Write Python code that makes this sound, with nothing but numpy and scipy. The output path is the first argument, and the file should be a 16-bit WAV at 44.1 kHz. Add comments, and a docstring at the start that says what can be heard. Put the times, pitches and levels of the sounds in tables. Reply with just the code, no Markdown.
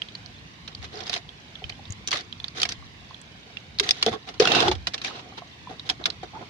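"""Sloshing in a fish tub

Close up, water is scooped and sloshed in a shallow plastic tub of small fish.
Drops and fin flicks ring tiny decaying sines, and slaps crack as coloured noise bursts with a dull body.
Trapped air gulps as low, spluttering rings; shoves of water boom lower, and like-sized bubbles ring in clouds.
Stirred water fizzes and gurgles as swarms of random bubbles, and sheets of water rush as hollow noise.
The walls add a very short, dense echo; a soft hiss, a low rumble and faint ripples lie underneath."""
import sys
import numpy as np
from scipy import signal
from scipy.fft import rfft, irfft, next_fast_len
from scipy.io import wavfile
from scipy.ndimage import uniform_filter1d

SR = 44100
rng = np.random.default_rng(int(sys.argv[2]) if len(sys.argv) > 2 else 0)


def output_pcm(signal):
    """Save a mono or channel-first signal as 16-bit PCM at the path in sys.argv[1].

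    Samples are clipped to [-1, 1] before scaling.
    """
    pcm = np.clip(np.atleast_2d(signal).T, -1, 1) * 32767
    wavfile.write(sys.argv[1], SR, np.round(pcm).astype(np.int16))


N = 286209  # length in samples


def undb(db):
    """Decibels to gain."""
    return 10 ** (np.asarray(db) / 20)


def rms(x):
    """Root mean square of the middle of a stereo pair."""
    return np.sqrt(np.mean(x.mean(0) ** 2))


def peak(x, db):
    """Scale a stereo pair so that the crests of its loudest millisecond reach about db."""
    power = uniform_filter1d(np.mean(x ** 2, 0), SR // 1000)
    return x * undb(db) / np.sqrt(2 * power.max())


def pan(db):
    """Left and right gains for a left-minus-right level difference."""
    return undb(np.array([[db], [-db]]) / 2)


def add(out, s, sound):
    """Mix a short sound into out at time s."""
    i = max(int(s * SR), 0)
    out[:, i:i + sound.shape[1]] += sound[:, :max(N - i, 0)]


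def on_bins(table, n):
    """The columns of a frequency table on the bins of an n-point transform."""
    hz, *columns = np.transpose(table)
    bins = np.maximum(np.arange(n // 2 + 1) * SR / n, 1)
    return [np.interp(np.log(bins), np.log(hz), c) for c in columns]


def colour(x, table, size=4096):
    """Minimum-phase filter with the given spectrum, so that attacks stay sharp."""
    cepstrum = irfft(np.log(undb(on_bins(table, size)[0])))
    # fold the cepstrum onto positive time to make the filter causal
    cepstrum[1:size // 2] *= 2
    cepstrum[size // 2 + 1:] = 0
    response = irfft(np.exp(rfft(cepstrum)))
    return signal.fftconvolve(x, response[None], axes=1)[:, :x.shape[1]]


# the two microphone ports: (f/Hz, likeness from -1 to 1, left minus right level/dB)
PORTS = [(80,0.82,0),(250,0.84,-0.5),(398,0.84,1),(664,0.17,-2.5),(1380,-0.35,-2.5),(2530,-0.17,-3),(3970,-0.026,-4.5),(7840,-0.15,0.5),(15000,0.17,5)]


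def ports(x, lean=1):
    """Two unrelated signals become a stereo pair: alike in the bass, apart in the treble."""
    n = next_fast_len(x.shape[1], True)
    likeness, lean_db = on_bins(PORTS, n)
    likeness = np.clip(likeness, -.99, .99)
    mid, side = rfft(x, n) * np.sqrt([1 + likeness, 1 - likeness])
    lean_gains = undb(lean * np.array([lean_db, -lean_db]) / 2)
    return irfft(np.array([mid + side, mid - side]) * lean_gains, n)[:, :x.shape[1]]


def fade(t, t60):
    """Exponential decay of 60 dB in t60."""
    return undb(-60 * t / t60)


def walk(rate):
    """Smooth random wander with a spread near 1, taking rate new values a second."""
    k = int(SR / rate)
    return uniform_filter1d(np.repeat(rng.standard_normal(N // k + 1), k), k)[:N]


def bubble(hz, t60, rise, swell):
    """A pocket of air sets in within swell cycles or so and rings down, rising as it nears the surface."""
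    t = np.arange(int(t60 * SR) + 2) / SR
    ring = np.sin(2 * np.pi * hz * t * (1 + rise * t / t60))
    return ring * fade(t, t60) * (1 - np.exp(-t * hz / swell))


def tub(sound, wall_db, t60, size=3072):
    """The direct sound and the dense echoes of the tub walls, drawn afresh for every spot on the water."""
    t = np.arange(size) / SR
    echoes = ports(rng.standard_normal((2, size)), lean=0) * fade(t, t60)
    echoes *= undb(wall_db) / np.sqrt(np.sum(echoes ** 2) / 2)
    echoes[:, 0] += 1  # direct sound
    return signal.fftconvolve(sound[None], echoes, axes=1)


def swarm(rate, low_hz, high_hz, cycles, spread_db, table, rush, rise=0.14):
    """Countless small bubbles of random size and strength over a share of smooth rush, near unit level."""
    out = np.zeros((2, N))
    # rate is in bubbles a second; each bubble draws five random numbers
    for when, pitch, strength, damping, place in rng.random((int(rate * N / SR), 5)):
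        hz = low_hz * (high_hz / low_hz) ** pitch
        gain = undb(-spread_db * np.log(0.16 + strength)) * hz / high_hz
        spot = np.array([[np.cos(2 * np.pi * place)], [np.sin(2 * np.pi * place)]])
        ring = bubble(hz, cycles * (.5 + damping) / hz, rise=rise, swell=0.059)
        add(out, when * N / SR, spot * gain * ring)
    bubbles = colour(ports(out), table)
    flow = colour(ports(rng.standard_normal((2, N))), table)
    return (bubbles / rms(bubbles) + rush * flow / rms(flow)) / np.hypot(1, rush)


def stroke(start, attack, length, swell_db, t60):
    """Envelope of one stroke: an attack, a hold that swells or sags steadily, and a release."""
    t = np.arange(N) / SR - start
    hold = undb(swell_db * (np.clip(t / length, 0, 1) - .5))
    return np.clip(t / attack, 0, 1) * hold * fade(np.maximum(t - length, 0), t60)


# spectrum of the steady air: (f/Hz, relative level/dB per Hz)
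AIR_COLOUR = [(15, -76), (25, -55), (53, -5.5), (123, -3.5), (270, -10), (476, -17), (796, -20), (863, -21),
              (1070, -17), (1290, -21), (2110, -17), (3720, -19), (6210, -29.5), (7920, -41),
              (16000, -59.5)]
# spectrum of fine spray, also of the ticks and floating rings: (f/Hz, relative level/dB per Hz)
SPRAY_COLOUR = [(700,-17),(1300,-5),(2000,-1),(2750,-6.5),(3700,1),(5000,-6.5),(6400,-10),(8000,-28),(10500,-28.5),(13000,-48),(15500,-43)]
# spectrum of gurgling water, also of the laps and the slap bodies: (f/Hz, relative level/dB per Hz)
GURGLE_COLOUR = [(25,-32),(55,-19),(90,-9),(220,-7),(330,-3),(470,-2.5),(590,-10.5),(740,2.5),(950,-14.5),(1300,-8.5),(2000,-12),(4000,-64)]


def ambience(air_db=-48, trickle_db=-63, lap_db=-64, ring_db=-66, mirror=0.3):
    """A wavering hiss and rumble split from one noise, and faint ticks, laps and rings of ripples."""
    air = colour(ports(rng.standard_normal((2, N))), AIR_COLOUR)
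    air *= undb(air_db) / rms(air)
    rumble = signal.sosfiltfilt(signal.butter(2, 220, fs=SR, output="sos"), air)
    # the water mirrors the hiss; the path changes as the microphone sways, so its colour drifts
    i = np.arange(N)
    lag = SR * 0.001065 * (1 + 0.25 * walk(2.2))
    hiss = np.array([h + mirror * np.interp(i - lag, i, h) for h in air - rumble])
    hiss /= np.hypot(1, mirror)
    trickle = swarm(rate=110, low_hz=1800, high_hz=11000, cycles=90, spread_db=2.5,
                    table=SPRAY_COLOUR, rush=0)
    laps = swarm(rate=60, low_hz=300, high_hz=2000, cycles=35, spread_db=2.5,
                 table=GURGLE_COLOUR, rush=0)
    # small bubbles float at the surface and ring on
    rings = swarm(rate=16, low_hz=1700, high_hz=3600, cycles=380, spread_db=1.8,
                  table=SPRAY_COLOUR, rush=0, rise=.02)
    air_bed = hiss * undb(.5 * walk(5.5)) + rumble * undb(2 * walk(9.8))
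    ripples = undb(trickle_db) * trickle + undb(lap_db) * laps + undb(ring_db) * rings
    return air_bed + ripples


# strokes that stir the water:
# (start t/s, attack t/s, length t/s, spray level/dB, gurgle level/dB, swell over the stroke/dB)
STIRS = [(0.805,0.029,0.045,-43.5,-50.5,5),(0.906,.04,0.13,-47.5,-43.5,0.5),(1.036,0.021,0.14,-43.5,-52.5,7),(2.123,0.0069,0.077,-36,-45,-8),(2.547,0.036,0.097,-38.5,-43,-12),
         (2.683,0.0094,0.044,-42,-57,0),(3.824,0.011,0.061,-34,-39.5,-6),(3.913,.008,0.18,-44,-52,7),(4.064,0.0045,0.025,-41,-29,-11),(4.104,0.014,0.036,-43,-38.5,9.5),
         (4.266,.008,0.026,-42.5,-43.5,5),(4.409,0.011,.19,-34.5,-28,2),(4.609,0.0074,0.071,-37,-25.5,3.5),(4.711,.008,.02,-32.5,-29,-16),(5.036,0.01,0.048,-34,-40.5,-4),
         (5.1,.01,0.25,-65,-51,-8),(5.692,0.0064,0.039,-52,-40.5,-4),(5.846,0.0073,0.067,-48,-49.5,14.5),(5.995,0.0069,0.023,-56,-39.5,-3),(6.06,.008,0.037,-60,-41,-3),(6.229,0.0057,0.0099,-43,-36,-7),
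         (6.34,.008,0.082,-67,-45.5,5.5)]
SPRAY_T60_S, GURGLE_T60_S = 0.076, 0.13  # the foam settles after a stroke
SURGE_HZ, SURGE_DB = 68.3, 1.5  # the water surges unevenly during a stroke


def churn():
    """Stirred water throws fine spray and folds in larger bubbles that gurgle, both over a smooth rush."""
    out = np.zeros((2, N))
    spray = swarm(rate=3600, low_hz=900, high_hz=15000, cycles=20, spread_db=4.2,
                  table=SPRAY_COLOUR, rush=.3)
    gurgle = swarm(rate=1500, low_hz=73.6, high_hz=1520, cycles=14.7, spread_db=3.5,
                   table=GURGLE_COLOUR, rush=0.62)
    for start, attack, length, spray_db, gurgle_db, swell_db in STIRS:
        out += spray * undb(spray_db) * stroke(start, attack, length, swell_db, SPRAY_T60_S)
        out += gurgle * undb(gurgle_db) * stroke(start, attack, length, swell_db, GURGLE_T60_S)
    return out * undb(SURGE_DB * walk(SURGE_HZ))


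# sheets of water that rush along the tub:
# (start t/s, attack t/s, length t/s, level/dB, swell over the sheet/dB)
SHEETS = [(4.414,0.015,.095,-34.5,-1),(4.527,0.013,0.086,-26.5,3),(4.615,.015,0.064,-32,-8),(5.076,0.013,.125,-44.5,-5.5),(5.368,0.015,0.018,-41.5,3)]
# hollow spectrum of a rushing sheet: (f/Hz, relative level/dB per Hz)
SHEET_COLOUR = [(120,-16.5),(400,0),(580,-9),(760,-1.5),(950,-1),(1200,-5),(1450,-2.5),(1900,-10),(2350,-9),(2750,-2),(3300,-5),(3750,-3),(4300,-6.5),(6000,-15.5),(8000,-31),(13000,-50)]


def sheets(surge_db=2.5, surge_hz=90, t60=0.074):
    """A sheet of water runs along the tub: coloured noise in a hollow, surging rush."""
    rush = colour(ports(rng.standard_normal((2, N))), SHEET_COLOUR)
    level = np.zeros(N)
    for start, attack, length, db, swell_db in SHEETS:
        level += undb(db) * stroke(start, attack, length, swell_db, t60)
    return level * undb(surge_db * walk(surge_hz)) * rush / rms(rush)


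# heavy shoves of water that boom in the tub: (t/s, peak level/dB, f/Hz, ring-down t60/s)
BOOMS = [(0.786,-34.5,76,0.37),(1.642,-30,85,0.19),(1.872,-33,100,0.083),(1.9,-22.5,97.4,0.079),(2.774,-36,86,0.52),(4.112,-28.5,111,0.079),(4.691,-26.5,66.8,0.42),(4.653,-24.5,95,0.24),(4.736,-26,86.4,0.33)]


def booms():
    """Shoves of the whole water mass ring as very low bubbles that start abruptly and ring down."""
    out = np.zeros((2, N))
    for s, db, hz, t60 in BOOMS:
        boom = tub(bubble(hz, t60, rise=0.015, swell=0.18), wall_db=3.5, t60=0.024)
        add(out, s, peak(boom, db))
    return out


# clouds of like-sized bubbles that ring together: (t/s, length t/s, peak level/dB, f/Hz)
CLOUDS = [(0.935,.05,-35,414),(4.066,0.029,-24,3470),(4.106,0.062,-33.5,3480),(4.124,0.043,-30,427),(4.13,.028,-31.5,1105),(4.442,0.088,-19,2734),(4.505,0.12,-20.5,3700),(4.51,.115,-19,2704),(4.558,.14,-31,740),(6.329,0.056,-33.5,868)]


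def clouds(cycles=110):
    """Many bubbles of one size, jostled without pause, hold a rough ringing pitch."""
    out = np.zeros((2, N))
    for s, length, db, hz in CLOUDS:
        n = int(length * SR)
        jostle = rng.standard_normal((2, n)) * signal.windows.tukey(n, .5)
        ring = bubble(hz, min(cycles / hz, .05), rise=0, swell=0.41)
        cloud = signal.fftconvolve(jostle, ring[None], axes=1)
        add(out, s, peak(cloud * pan(-6.0), db))
    return out


# pockets of trapped air: (t/s, peak level/dB, f/Hz)
GULPS = [(1.620,-35.5,750),(1.622,-38,420),(1.793,-38.5,796),(1.096,-32.5,700),(1.163,-29.5,676),(2.129,-24,1160),(2.14,-33.5,578),(2.158,-30,1170),(2.632,-29,1250),(2.654,-31.5,720),(2.825,-41,1140),(3.109,-36,1037),(3.807,-24.5,402),(3.803,-30.5,1162),
         (4.063,-17,440),(4.064,-19.5,705),(4.068,-24,222),(4.079,-20.5,485),(4.079,-22,700),(4.130,-30,1066),(4.400,-5.5,425),(4.411,-11.5,494),(4.455,-14.5,1400),(4.473,-17.5,1450),
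         (4.516,-17,730),(4.549,-17,1480),(4.606,-25,404),(4.657,-22,357),(4.681,-15.5,825),(4.683,-13.5,356),(4.714,-19.5,866),(4.874,-31.5,695),(5.11,-34,1250),(5.175,-40,706),(5.321,-41,758),(5.325,-42,1150),(5.419,-35.5,700),(5.42,-35.5,1080),
         (5.672,-31,985),(5.902,-29.5,726),(6.237,-35,703),(6.058,-25.5,1690),(6.335,-36,800),(6.352,-37.5,1205),(6.372,-34,960),(6.410,-35.5,705),(6.425,-39,1000)]
GULP_CYCLES = 31  # a pocket dies away by 60 dB within this many cycles


def gulps(splutter_db=-14, size=6144):
    """Big air pockets ring low and splutter as they break up."""
    out, t = np.zeros((2, N)), np.arange(size) / SR
    port_hz, _, lean_db = np.transpose(PORTS)
    for s, db, hz in GULPS:
        t60 = GULP_CYCLES / hz
        ring = tub(bubble(hz, t60, rise=0.032, swell=0.67), wall_db=-8, t60=0.098)
        shreds = ports(rng.standard_normal((2, size)), lean=0) * fade(t, 2 * t60)
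        shred_ring = bubble(0.88 * hz, 5 / hz, rise=0, swell=0.38)
        splutter = signal.fftconvolve(shreds, shred_ring[None], axes=1)
        place = pan(np.interp(hz, port_hz, lean_db))
        add(out, s, peak(ring * place, db))
        add(out, s, peak(splutter * place, db + splutter_db))
    return out


# drops that ring tiny bubbles: (t/s, first bubble's peak level/dB, its f/Hz, second bubble's f/Hz)
DROPS = [(0.0188,-18.5,3180,2890),(0.086,-32,3290,3800),(0.1519,-25,4300,4550),(0.26,-31.5,4230,5270),(0.7494,-26.5,4600,3500),(0.956,-33.5,5000,4300),(0.9727,-31,4570,5200),(0.991,-33,4700,3900),(1.0366,-34,4900,5500),(1.078,-27,4900,3800),(1.291,-31,3250,3800),
         (1.5546,-30,3340,3600),(1.6407,-23.5,3080,2500),(1.698,-25.5,2370,4600),(1.723,-34,3000,2500),(1.854,-36,3600,3860),(1.9053,-30.5,6450,7000),(1.923,-29.5,6740,6700),(2.326,-23.5,3250,3900),
         (2.4005,-27,3500,4070),(2.4425,-19,3530,4120),(2.482,-26.5,4570,5100),(3.1446,-31.5,3380,3900),(3.215,-37.5,7800,6400),(3.57,-23.5,2700,3370),
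         (3.787,-19.5,4130,4830),(5.7956,-26,3720,4100),(6.0396,-23,3740,4100),(6.1018,-19.5,4020,4830)]
# bright spectrum of a splash or slap: (f/Hz, relative level/dB per Hz)
SLAP_COLOUR = [(150,-39),(400,-8),(1000,7),(2000,8),(3600,10.5),(5200,6.5),(6500,-3.5),(8000,-17),(10500,-23.5),(13000,-46.5),(15500,-36)]
DROP_PAN_DB = -8.5  # left minus right: the drops sit to the right


def drops(cycles=34, tick_db=-11, tick_t60=0.021, partner_db=-6, size=3072):
    """Each drop splashes on the surface and leaves two tiny, quickly damped bubbles."""
    out, t = np.zeros((2, N)), np.arange(size) / SR
    for s, db, hz, second_hz in DROPS:
        for pitch, share_db in ((hz, 0), (second_hz, partner_db)):
            ring = tub(bubble(pitch, cycles / hz, rise=0.013, swell=1.0), wall_db=4.2, t60=0.017)
            add(out, s, peak(ring * pan(DROP_PAN_DB), db + share_db))
        splash = rng.standard_normal((2, size)) * (fade(t, tick_t60) + 0.26 * fade(t, 0.27))
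        tick = colour(splash, SLAP_COLOUR) * pan(DROP_PAN_DB / 2)
        add(out, s, peak(tick, db + tick_db))
    return out


# slaps of water on water:
# (t/s, peak level/dB, burst bubble's f/Hz, left minus right level/dB, ring-down t60/s)
SLAPS = [(0.6767,-26.5,3670,-7,0.057),(1.004,-26,3330,-13,0.049),(1.0678,-28.5,5000,-2,.06),(1.0955,-18,4460,-6,0.027),(1.124,-30,4900,-7,.03),(1.1294,-17.5,3680,-9,0.031),
         (1.1381,-17.5,3800,-2,0.035),(1.149,-25,3100,-2,0.043),(1.1624,-22,2420,-4,0.038),(1.6945,-26,4560,-6,0.031),
         (2.0745,-16.5,6100,-3.5,0.0089),(2.0835,-22,5950,1,0.035),(2.108,-24,5200,-2,.015),(2.115,-15,4400,0,0.028),(2.1276,-14,2090,-3,0.055),
         (2.1572,-22,1930,0,0.024),(2.171,-21.5,3630,-10,0.023),(2.2074,-31.5,4440,-2,0.038),(2.6,-21,3950,-1,0.033),(2.6172,-14,4530,-6,0.015),(2.6306,-8.5,3120,-4.5,0.019),(2.6521,-18,2120,-5.5,0.046),(2.6899,-20.5,5640,-2.5,0.03),(2.7209,-21.5,4770,-1,0.016),
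         (3.7977,-6,3830,-2.5,0.024),(3.89,-10,3540,0,0.02),(3.9083,-4.5,5070,0,0.016),(4.0261,-7,4330,0,0.028),(4.0633,-10,3370,-3,0.012),
         (4.288,-29,2970,1,0.06),(4.34,-36,4300,-4,0.058),(4.3983,-11,5600,2,0.081),(4.421,-15.5,3770,-6,0.056),(4.453,-11.5,3430,-4,0.022),(4.473,-11,2780,-3,0.04),
         (4.5172,-8.5,3550,-7,0.053),(4.5487,-12.5,2760,-6,0.067),(4.6037,-9,3480,-6,0.025),(4.681,-11.5,3220,0.5,0.049),(4.7135,-18.5,3490,-5,0.061),(4.7515,-29,3270,-5,0.03),
         (4.87,-14,4070,-6,0.044),(4.936,-27,4300,-4,0.035),(4.9417,-17.5,3710,-4.5,0.036),(4.9789,-27,2940,-4,0.045),(5.016,-25,4130,-4,0.051),(5.0461,-19,2410,2.5,0.031),
         (5.8913,-18.5,3370,-8,0.035),(5.898,-9.5,3200,-4,0.03),(6.056,-9,3680,-2.5,0.029),(6.0586,-16.5,2170,-1,0.037)]
# dull body of a full-scale slap, and how many dB it grows per dB of slap
BODY_DB, BODY_GROWTH = -27.5, 0.53


def slaps(ring_db=-3, tail_db=-29, tail_t60=0.16, echo=0.59, snap_t60=0.036, thin_cycles=20, size=6144):
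    """A slap is a crack that scatters round the tub, a burst bubble, and a duller body that comes just after."""
    out, t = np.zeros((2, N)), np.arange(size) / SR
    for s, db, hz, pan_db, t60 in SLAPS:
        scatter, wash = (ports(rng.standard_normal((2, size)), lean=0) for _ in range(2))
        contact = 1 - np.exp(-t / (0.01 * t60))  # longer slaps also land more softly
        decay = fade(t, t60) + undb(tail_db) * fade(t, tail_t60)
        crack = colour(scatter * contact * decay, SLAP_COLOUR)
        # the briefer the slap, the brighter its snap
        crack = crack + (snap_t60 / t60) ** 2 * np.diff(crack, prepend=0)
        # the nearest wall sends it back within a few milliseconds, which makes it hollow
        lag = int(SR * rng.uniform(0.00063, .0022))
        crack = crack + echo * np.pad(crack, ((0, 0), (lag, 0)))[:, :size]
        # a brief slap moves little water, so its crack is thin
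        thin_hz = min(thin_cycles / t60, 3000)
        crack = signal.sosfilt(signal.butter(2, thin_hz, "high", fs=SR, output="sos"), crack)
        body = colour(wash * t * fade(t, 1.44 * t60), GURGLE_COLOUR)
        ring = tub(bubble(hz, 26 / hz, rise=0.011, swell=1.0), wall_db=6.5, t60=0.033)
        hit = peak(crack, 0)
        hit[:, :ring.shape[1]] += peak(ring, ring_db)
        add(out, s, peak(hit * pan(pan_db), db) + peak(body, BODY_DB + BODY_GROWTH * db))
    return out


def scene():
    """All the water sounds over the background."""
    background = ambience()
    stirred = churn() + sheets() + booms()
    bubbling = clouds() + gulps()
    return background + stirred + bubbling + drops() + slaps()


def record(dry, bass_hz=38, top_hz=16300):
    """The recorder sheds the deepest bass, clips at full scale and cuts the top."""
    lean = signal.sosfilt(signal.butter(2, bass_hz, "high", fs=SR, output="sos"), dry)
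    clipped = np.clip(lean, -1, 1)
    return signal.sosfilt(signal.ellip(8, .2, 70, top_hz, fs=SR, output="sos"), clipped)


dry = scene()
out = record(dry)
output_pcm(out)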